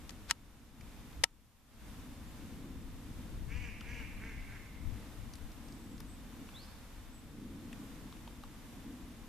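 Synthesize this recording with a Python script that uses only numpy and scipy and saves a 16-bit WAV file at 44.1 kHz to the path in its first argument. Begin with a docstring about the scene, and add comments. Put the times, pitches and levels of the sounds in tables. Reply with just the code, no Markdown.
"""Two sharp clacks of a hand-held camera come first, each pulling its gain control down; faint ticks follow.
Then a duck far out on a lake quacks four times, each call shorter, lower and with the bill less open:
pulses from its syrinx excite the resonances of throat and bill, and the wooded shore reflects the calls.
Small birds peep over a steady hiss, a distant drone, a thin camera whine and a light breeze
that now and then buffets the microphone."""
import sys
import numpy as np
from scipy import signal
from scipy.fft import rfft, irfft
from scipy.io import wavfile
from scipy.ndimage import uniform_filter1d, minimum_filter1d

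SR = 44100
rng = np.random.default_rng(int(sys.argv[2]) if len(sys.argv) > 2 else 0)


def transcribe(signal):
    """Save signal, clipped to [-1, 1], as a 16-bit WAV file at the path in sys.argv[1]."""
    frames = np.atleast_2d(signal).T
    limited = np.clip(frames, -1, 1)
    pcm = np.round(limited * 32767).astype(np.int16)
    wavfile.write(sys.argv[1], SR, pcm)


N = 409248
TIME = np.arange(N) / SR
# spectrum of plastic sliding and snapping: f/Hz, relative density/dB
PLASTIC_SPECTRUM = [(120, -30.5), (300, -9), (550, -1), (1900, 1), (4600, -0.5), (7400, -6), (11000, -14),
                    (14000, -24)]


def quack(length, *manner, shut_drop=.13, jitter=.012, shimmer=.25):
    """Source and filter: the syrinx gives a pulse and a puff each cycle; throat and bill add formants."""
    # formants: f/Hz with the bill open, width/Hz, gain/dB, gain added with the bill shut/dB
    formants = [(465, 120, -11, 10), (990, 370, -15, 4), (1750, 450, -10, 14.5), (2370, 280, 1, -2),
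                (2810, 590, -11, 1.5), (4700, 1500, -28, -10), (6200, 1500, -23, -1), (7900, 1500, -34, -2)]
    t = np.arange(0, length, 1 / SR)
    hz, effort_db, opening = gesture(t, length, *manner)
    turns = np.cumsum(hz * (1 + jitter * wander(len(t), 110))) / SR
    pulses = evened(sum(np.cos(2 * np.pi * k * turns) for k in range(2, 40)))
    breath = np.gradient(rng.standard_normal(len(t)))  # weak in the bass, so only the treble rasps
    puffs = evened((.3 + np.exp(-(turns % 1) / .3)) * breath)
    drive = (pulses + 1.4 * puffs) * (1 + shimmer * wander(len(t), 130))
    shut, voice = 1 - opening, 0
    for k, (open_hz, width, db, shut_db) in enumerate(formants):
        centre = open_hz * (1 - shut_drop * shut)
        formant = resonate(resonate(drive, centre, width), centre, width)  # twice for steep flanks
        voice += (-1) ** k * gain_of(db + shut_db * shut) * formant  # alternate signs fill the valleys
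    return gain_of(effort_db) * evened(voice) * signal.windows.tukey(len(t), .08)


def gesture(t, length, top_hz, top_at, db, widest, push_db, pitch_arch=.15, bill_arch=.55):
    """Articulation: pitch and bill opening trace one arch; effort swells, sags and ends in a push."""
    from_top = np.interp(t / length, [0, top_at, 1], [-1, 0, 1]) ** 2
    attack, release = ramp(t, .046), ramp(length - t, .028)
    push = np.exp(-((length - .02 - t) / .012) ** 2)
    effort_db = db - 14 * attack - 14 * t - 13 * release + push_db * push
    return top_hz * (1 - pitch_arch * from_top), effort_db, widest * (1 - bill_arch * from_top)


def peep(length, first_hz, last_hz, db, fade_db, waver_hz=105):
    """Frequency modulation: a small bird's pure whistle glides and wavers as it swells and fades."""
    t = np.arange(0, length, 1 / SR)
    hz = first_hz + (last_hz - first_hz) * t / length + waver_hz * wander(len(t), 200)
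    whistle = evened(np.sin(2 * np.pi * np.cumsum(hz) / SR))
    level_db = db - 16 * ramp(t, .028) - fade_db * t / length
    return gain_of(level_db) * whistle * signal.windows.tukey(len(t), .15)


def shore(x, bank_s=.097, bank_db=5, bank_spread_s=.0067, alike=.66):
    """Reverberation: trees scatter decaying echoes, with a strong cluster from the nearest bank."""
    # colour of the echoes: f/Hz, relative level/dB
    foliage = [(500, -18), (1600, -6), (2000, 3), (2350, -1.5), (2850, 7), (3700, -11.5), (4700, 4),
               (8000, -7)]
    # reverberation time: f/Hz, T60/s
    decay = [(300, 0.79), (1300, 0.82), (2200, 2.2), (3200, 1.1), (8000, 0.49)]
    taps = rng.standard_normal((2, 2 * SR)) * (rng.random((2, 2 * SR)) < 2000 / SR)  # 2000 a second
    taps[1] = alike * taps[0] + np.sqrt(1 - alike ** 2) * taps[1]
    hz, t, spectra = signal.stft(taps, SR, nperseg=256)
    db = read(foliage, hz)[:, None] - 60 * t / read(decay, hz)[:, None]
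    db += bank_db * np.exp(-((t - bank_s) / bank_spread_s) ** 2)
    tail = signal.istft(spectra * gain_of(db), SR, nperseg=256)[1]
    return signal.fftconvolve(x[None], tail / np.linalg.norm(tail[0]), axes=1)[:, :N]


def clack(db, rattle_s, tilt_db, knock_db, ring_db=-6, knock_hz=560, knock_width_hz=250):
    """Impact: a plastic part snaps home with a rattling crack, and the body's damped modes ring."""
    # modes of the camera body: f/Hz, relative level/dB, T60/s
    modes = [(553, -11.5, 0.013), (764, -3, 0.03), (930, -9, 0.099), (1310, -4, 0.06), (1883, 6.5, .018),
             (2940, -5, 0.042), (3580, -20, .04), (4670, 2, .014), (7180, 5, 0.0071), (10800, -3, .007)]
    t, hz = np.arange(4096) / SR, np.fft.rfftfreq(4096, 1 / SR)
    grit = rng.standard_normal(len(t)) + 1.96 * rng.standard_normal((2, len(t)))  # common + per port
    rattle = np.exp(-t / rattle_s) + gain_of(-24) * np.exp(-t / .0085)
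    crack = irfft(rfft(grit * rattle) * gain_of(read(PLASTIC_SPECTRUM, hz)))
    ring = sum((-1) ** k * gain_of(mode_db - 60 * t / t60) * np.sin(2 * np.pi * f * t)
               for k, (f, mode_db, t60) in enumerate(modes))
    hollow = np.exp(-((hz - knock_hz) / knock_width_hz) ** 2)
    colour_db = tilt_db * np.log2((hz + 300) / 3000) + knock_db * hollow
    blow = irfft(rfft(sized(crack, 0) + sized(ring, ring_db)) * gain_of(colour_db))
    fade = signal.windows.hann(8192)[4096:]
    return sized(np.roll(blow, 64, axis=1) * fade, db)  # a lead of 64 samples keeps the onset whole


def tick(db, low_hz, high_hz, high_db, decay_s=.0032, dry_db=-16):
    """Friction: a tiny dry scrape excites two damped resonances."""
    t = np.arange(2048) / SR
    scrape = rng.standard_normal(len(t)) * np.exp(-t / decay_s)
    low, high = (evened(resonate(resonate(scrape, hz, .35 * hz), hz, .8 * hz))
                 for hz in (low_hz, high_hz))
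    return sized(low + gain_of(high_db) * high + gain_of(dry_db) * evened(scrape), db)


def handling():
    """Contact noise of the camera: clacks, ticks and a part that slides before it snaps home."""
    # blows on the body: t/s, level over 10 ms/dB, rattle time constant/s, tilt/(dB/octave), knock/dB
    blows = [(0.0933, -47, .003, 1.5, -4), (0.106, -55, .002, 5, 0), (0.3001, -42.5, .002, 2, -4),
             (0.3101, -25.5, 0.0016, 1.5, -8), (1.2373, -27, .002, 2.2, 8), (1.2398, -20.7, .0017, 2.3, 7)]
    # fingers on the casing: t/s, level over 10 ms/dB, lower f/Hz, upper f/Hz, upper gain/dB
    touches = [(.8092, -57.5, 2410, 4800, -5.5), (1.1294, -63, 1390, 3300, 7),
               (3.8092, -53.5, 2720, 5000, -5), (3.813, -55.5, 1190, 1290, -10),
               (5.3367, -54.5, 5070, 9500, -12), (5.3546, -58, 4960, 8400, 1),
               (5.5173, -63, 4740, 6500, -8), (5.685, -64, 4800, 5600, -3), (5.723, -61, 4900, 6500, -7),
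               (5.979, -63, 4500, 5500, -3), (6.0032, -54, 5150, 11100, 1), (6.0045, -57, 1000, 1490, -3),
               (6.4893, -56.5, 1210, 2850, 0), (7.7289, -52.5, 2450, 6200, -10),
               (8.125, -56.5, 1100, 3050, 0), (8.1684, -63, 2800, 5500, -11), (8.2754, -52, 900, 3050, -4),
               (8.436, -51, 930, 2900, -9)]
    clacks, ticks = np.zeros((2, N)), np.zeros(N)
    for s, *blow in blows:
        add(clacks, s - 64 / SR, clack(*blow))
    for s, *touch in touches:
        add(ticks, s, tick(*touch))
    clacks[1] = np.roll(clacks[1], 2)  # they reach the left port first
    slide_db = np.interp(TIME, [.28, .297, .310, .313], [-65, -45, -39, -69.5], left=-200, right=-200)
    slide = stereo_noise(PLASTIC_SPECTRUM, [(2000, .54)]) * gain_of(slide_db)
    return panned(clacks + slide, 3.8) + panned(ticks, 3.3)


def rumble(breeze_db=-1, breeze_left_db=2.3):
    """Incoherent addition: wind turbulence at the microphone and one handling thump sum in power."""
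    # strength of the breeze: t/s, relative level/dB
    breeze = [(0, -52), (1.55, -53), (1.85, -48.5), (2.4, -50.5), (2.96, -50), (3.32, -44.5), (3.9, -49),
              (4.4, -44.5), (4.62, -50.6), (9.26, -53)]
    # low bumps at the microphone: buffets of air, and one handling thump just before the second clack:
    # peak t/s, half width/s, level/dB, left over right/dB
    bumps = [(.82, .06, -53, 10), (1.21, .04, -46, -3), (2.86, .09, -51, 10), (3.52, .14, -45, 16),
             (4.0, .14, -52, 12), (4.89, .06, -46.3, 22), (5.24, .07, -50, 13), (5.44, .05, -50, 14),
             (6.02, .06, -52, 9)]
    # rumble: f/Hz, relative density/dB
    spectrum = [(10, -12.5), (27, 0.5), (55, -2), (100, -7), (160, -15), (300, -28), (900, -65)]
    power = panned(gain_of(curve(breeze) + breeze_db), breeze_left_db) ** 2
    for s, width_s, db, left_db in bumps:
        power += panned(gain_of(db), left_db) ** 2 * np.exp(-((TIME - s) / width_s) ** 2)
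    return stereo_noise(spectrum, [(40, .51), (150, .76)]) * np.sqrt(power)


def drone(trim_db=1.3):
    """Amplitude modulation: a distant band of low noise swells and sinks."""
    # swells: t/s, relative level/dB
    swells = [(0, -57.5), (1.15, -59), (1.6, -64.5), (2.0, -55), (2.32, -55), (2.66, -49.5), (2.92, -55.5),
              (3.32, -51), (3.42, -57.5), (4.2, -54.5), (4.52, -60), (4.96, -52.2), (5.4, -58.5),
              (5.92, -51.2), (6.16, -57), (6.38, -52.5), (6.66, -60.5), (7.22, -59), (7.38, -49.5),
              (8.02, -52), (8.2, -56), (8.65, -57.5), (8.9, -51), (9.26, -56)]
    # drone: f/Hz, relative density/dB
    spectrum = [(50, -16.5), (110, -6), (170, -6), (230, 1.5), (280, -1.5), (325, -6), (380, -18.5),
                (500, -16.5), (900, -56)]
    return panned(stereo_noise(spectrum, [(200, .97)]) * gain_of(curve(swells) + trim_db), .6)


def hiss(db=-58.5, waver_db=.95):
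    """Broadband noise of the open air, less coherent between the channels in the treble."""
    # hiss: f/Hz, relative density/dB
    spectrum = [(250, -12), (430, -5.5), (620, -7), (1020, -6.5), (1400, -9.5), (2300, -11.5), (3500, -14),
                (4300, -16.5), (7000, -18), (10000, -20), (14000, -20.5)]
    # likeness of left and right: f/Hz, correlation
    coherence = [(400, 0.6), (1500, 0.68), (3500, 0.26), (7000, 0.15), (14000, .3)]
    return stereo_noise(spectrum, coherence) * gain_of(db + waver_db * wander(N, 2))


def whine():
    """Narrow-band noise: a thin, fuzzy tone from inside the camera."""
    return gain_of(-78.5) * evened(resonate(rng.standard_normal(N), hz=3590, width=90))


def gain_of(db):
    """Amplitude ratio of a level in decibels."""
    return 10 ** (np.asarray(db) / 20)


def evened(x):
    """Normalises to rms 1."""
    return x / np.sqrt(np.mean(x ** 2) + 1e-20)


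def sized(blow, db):
    """Gives a transient the energy of 10 ms at level db."""
    return gain_of(db) * blow * np.sqrt(SR / 100 / np.sum(blow ** 2, axis=-1, keepdims=True))


def read(points, hz):
    """Interpolates (f/Hz, value) points on a log-frequency axis."""
    f, value = np.transpose(points)
    return np.interp(np.log(hz + 1), np.log(f + 1), value)


def curve(points):
    """Interpolates (t/s, value) points at every sample."""
    return np.interp(TIME, *np.transpose(points))


def ramp(t, length_s):
    """Falls linearly from 1 at t = 0 to 0 at length_s and stays there."""
    return np.clip(1 - t / length_s, 0, 1)


def add(mix, s, sound):
    """Superposes a sound on the mix at time s."""
    part = mix[..., round(s * SR):][..., :sound.shape[-1]]
    part += sound[..., :part.shape[-1]]


def panned(x, left_db):
    """Level difference: the left channel exceeds the right by left_db."""
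    return x * gain_of([[left_db / 2], [-left_db / 2]])


def wander(size, hz):
    """Low-pass noise of rms 1, up to about hz."""
    f = np.fft.rfftfreq(size, 1 / SR)
    return evened(irfft(rfft(rng.standard_normal(size)) * np.exp(-(f / hz) ** 2), size))


def resonate(x, hz, width):
    """A damped resonance of gain 1 whose centre follows hz."""
    phasor = np.exp(2j * np.pi * np.cumsum(hz * np.ones(len(x))) / SR)
    pole = np.exp(-np.pi * width / SR)
    return 2 * (phasor * signal.lfilter([1 - pole], [1, -pole], x / phasor + 1e-18)).real


def stereo_noise(spectrum, coherence):
    """Two partly coherent channels of noise with the given spectrum."""
    hz = np.fft.rfftfreq(N, 1 / SR)
    left, other = rfft(rng.standard_normal((2, N)))
    alike = read(coherence, hz)
    right = alike * left + np.sqrt(1 - alike ** 2) * other
    return evened(irfft(np.array([left, right]) * gain_of(read(spectrum, hz)), N))


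def scene(duck_db=-4, duck_echo_db=-9, bird_echo_db=-5):
    """Superposition: direct and reflected calls, the open air and the camera."""
    # quacks: t/s, length/s, top f/Hz, place of the top (0-1), effort/dB, bill opening (0-1), push/dB
    quacks = [(3.476, .232, 247, .55, -47.8, .97, 4.5), (3.838, .214, 243, .45, -47, .8, -2),
              (4.195, .142, 228, .48, -47, .42, 0), (4.46, .122, 202, .65, -53.5, .2, 7.5)]
    # bird notes: t/s, length/s, first f/Hz, last f/Hz, level/dB, fade over the note/dB
    peeps = [(2.25, .08, 7800, 7000, -73, 4), (5.615, .27, 8300, 7950, -74, 4),
             (5.88, .09, 7850, 7460, -70, 8), (6.07, .095, 8080, 8020, -62, 10),
             (6.535, .095, 3300, 4650, -50, 14), (6.612, .032, 4900, 5080, -59, 2),
             (7.12, .09, 8020, 7930, -63.5, 7)]
    duck, birds = np.zeros(N), np.zeros(N)
    for s, *call in quacks:
        add(duck, s, quack(*call))
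    for s, *note in peeps:
        add(birds, s, peep(*note))
    echoes = shore(gain_of(duck_echo_db) * duck + gain_of(bird_echo_db) * birds)
    direct = gain_of(duck_db) * np.array([np.roll(duck, 1), duck])  # the duck is a little to the right
    return panned(direct + echoes, -1.7) + birds + hiss() + drone() + rumble() + whine() + handling()


def record(dry, limit_db=-31, hold_s=.39, recover_db_per_s=48, attack_s=.012, edge_hz=14350):
    """Automatic gain control drops at loud clacks, holds and recovers; saturation and low-pass follow."""
    power = uniform_filter1d((dry ** 2).mean(0), size=441)
    over_db = np.maximum(10 * np.log10(abs(power) + 1e-12) - limit_db, 0)
    half_hold = int(hold_s * SR / 2)
    held_db = -minimum_filter1d(-over_db, size=2 * half_hold + 1, origin=half_hold, mode="constant")
    recovery_db = TIME * recover_db_per_s
    cut_db = np.maximum.accumulate(held_db + recovery_db) - recovery_db
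    pole = np.exp(-1 / (attack_s * SR))
    cut_db = np.roll(signal.lfilter([1 - pole], [1, -pole], cut_db), 260)  # late, so the onset passes
    limited = .45 * np.tanh(dry / gain_of(cut_db) / .45)
    circuit_hiss = gain_of(-74) * rng.standard_normal((2, N))
    low_pass = signal.firwin(511, edge_hz, window=("kaiser", 9), fs=SR)
    return signal.oaconvolve(limited + circuit_hiss, low_pass[None], "same")


dry = scene()
out = record(dry)
transcribe(out)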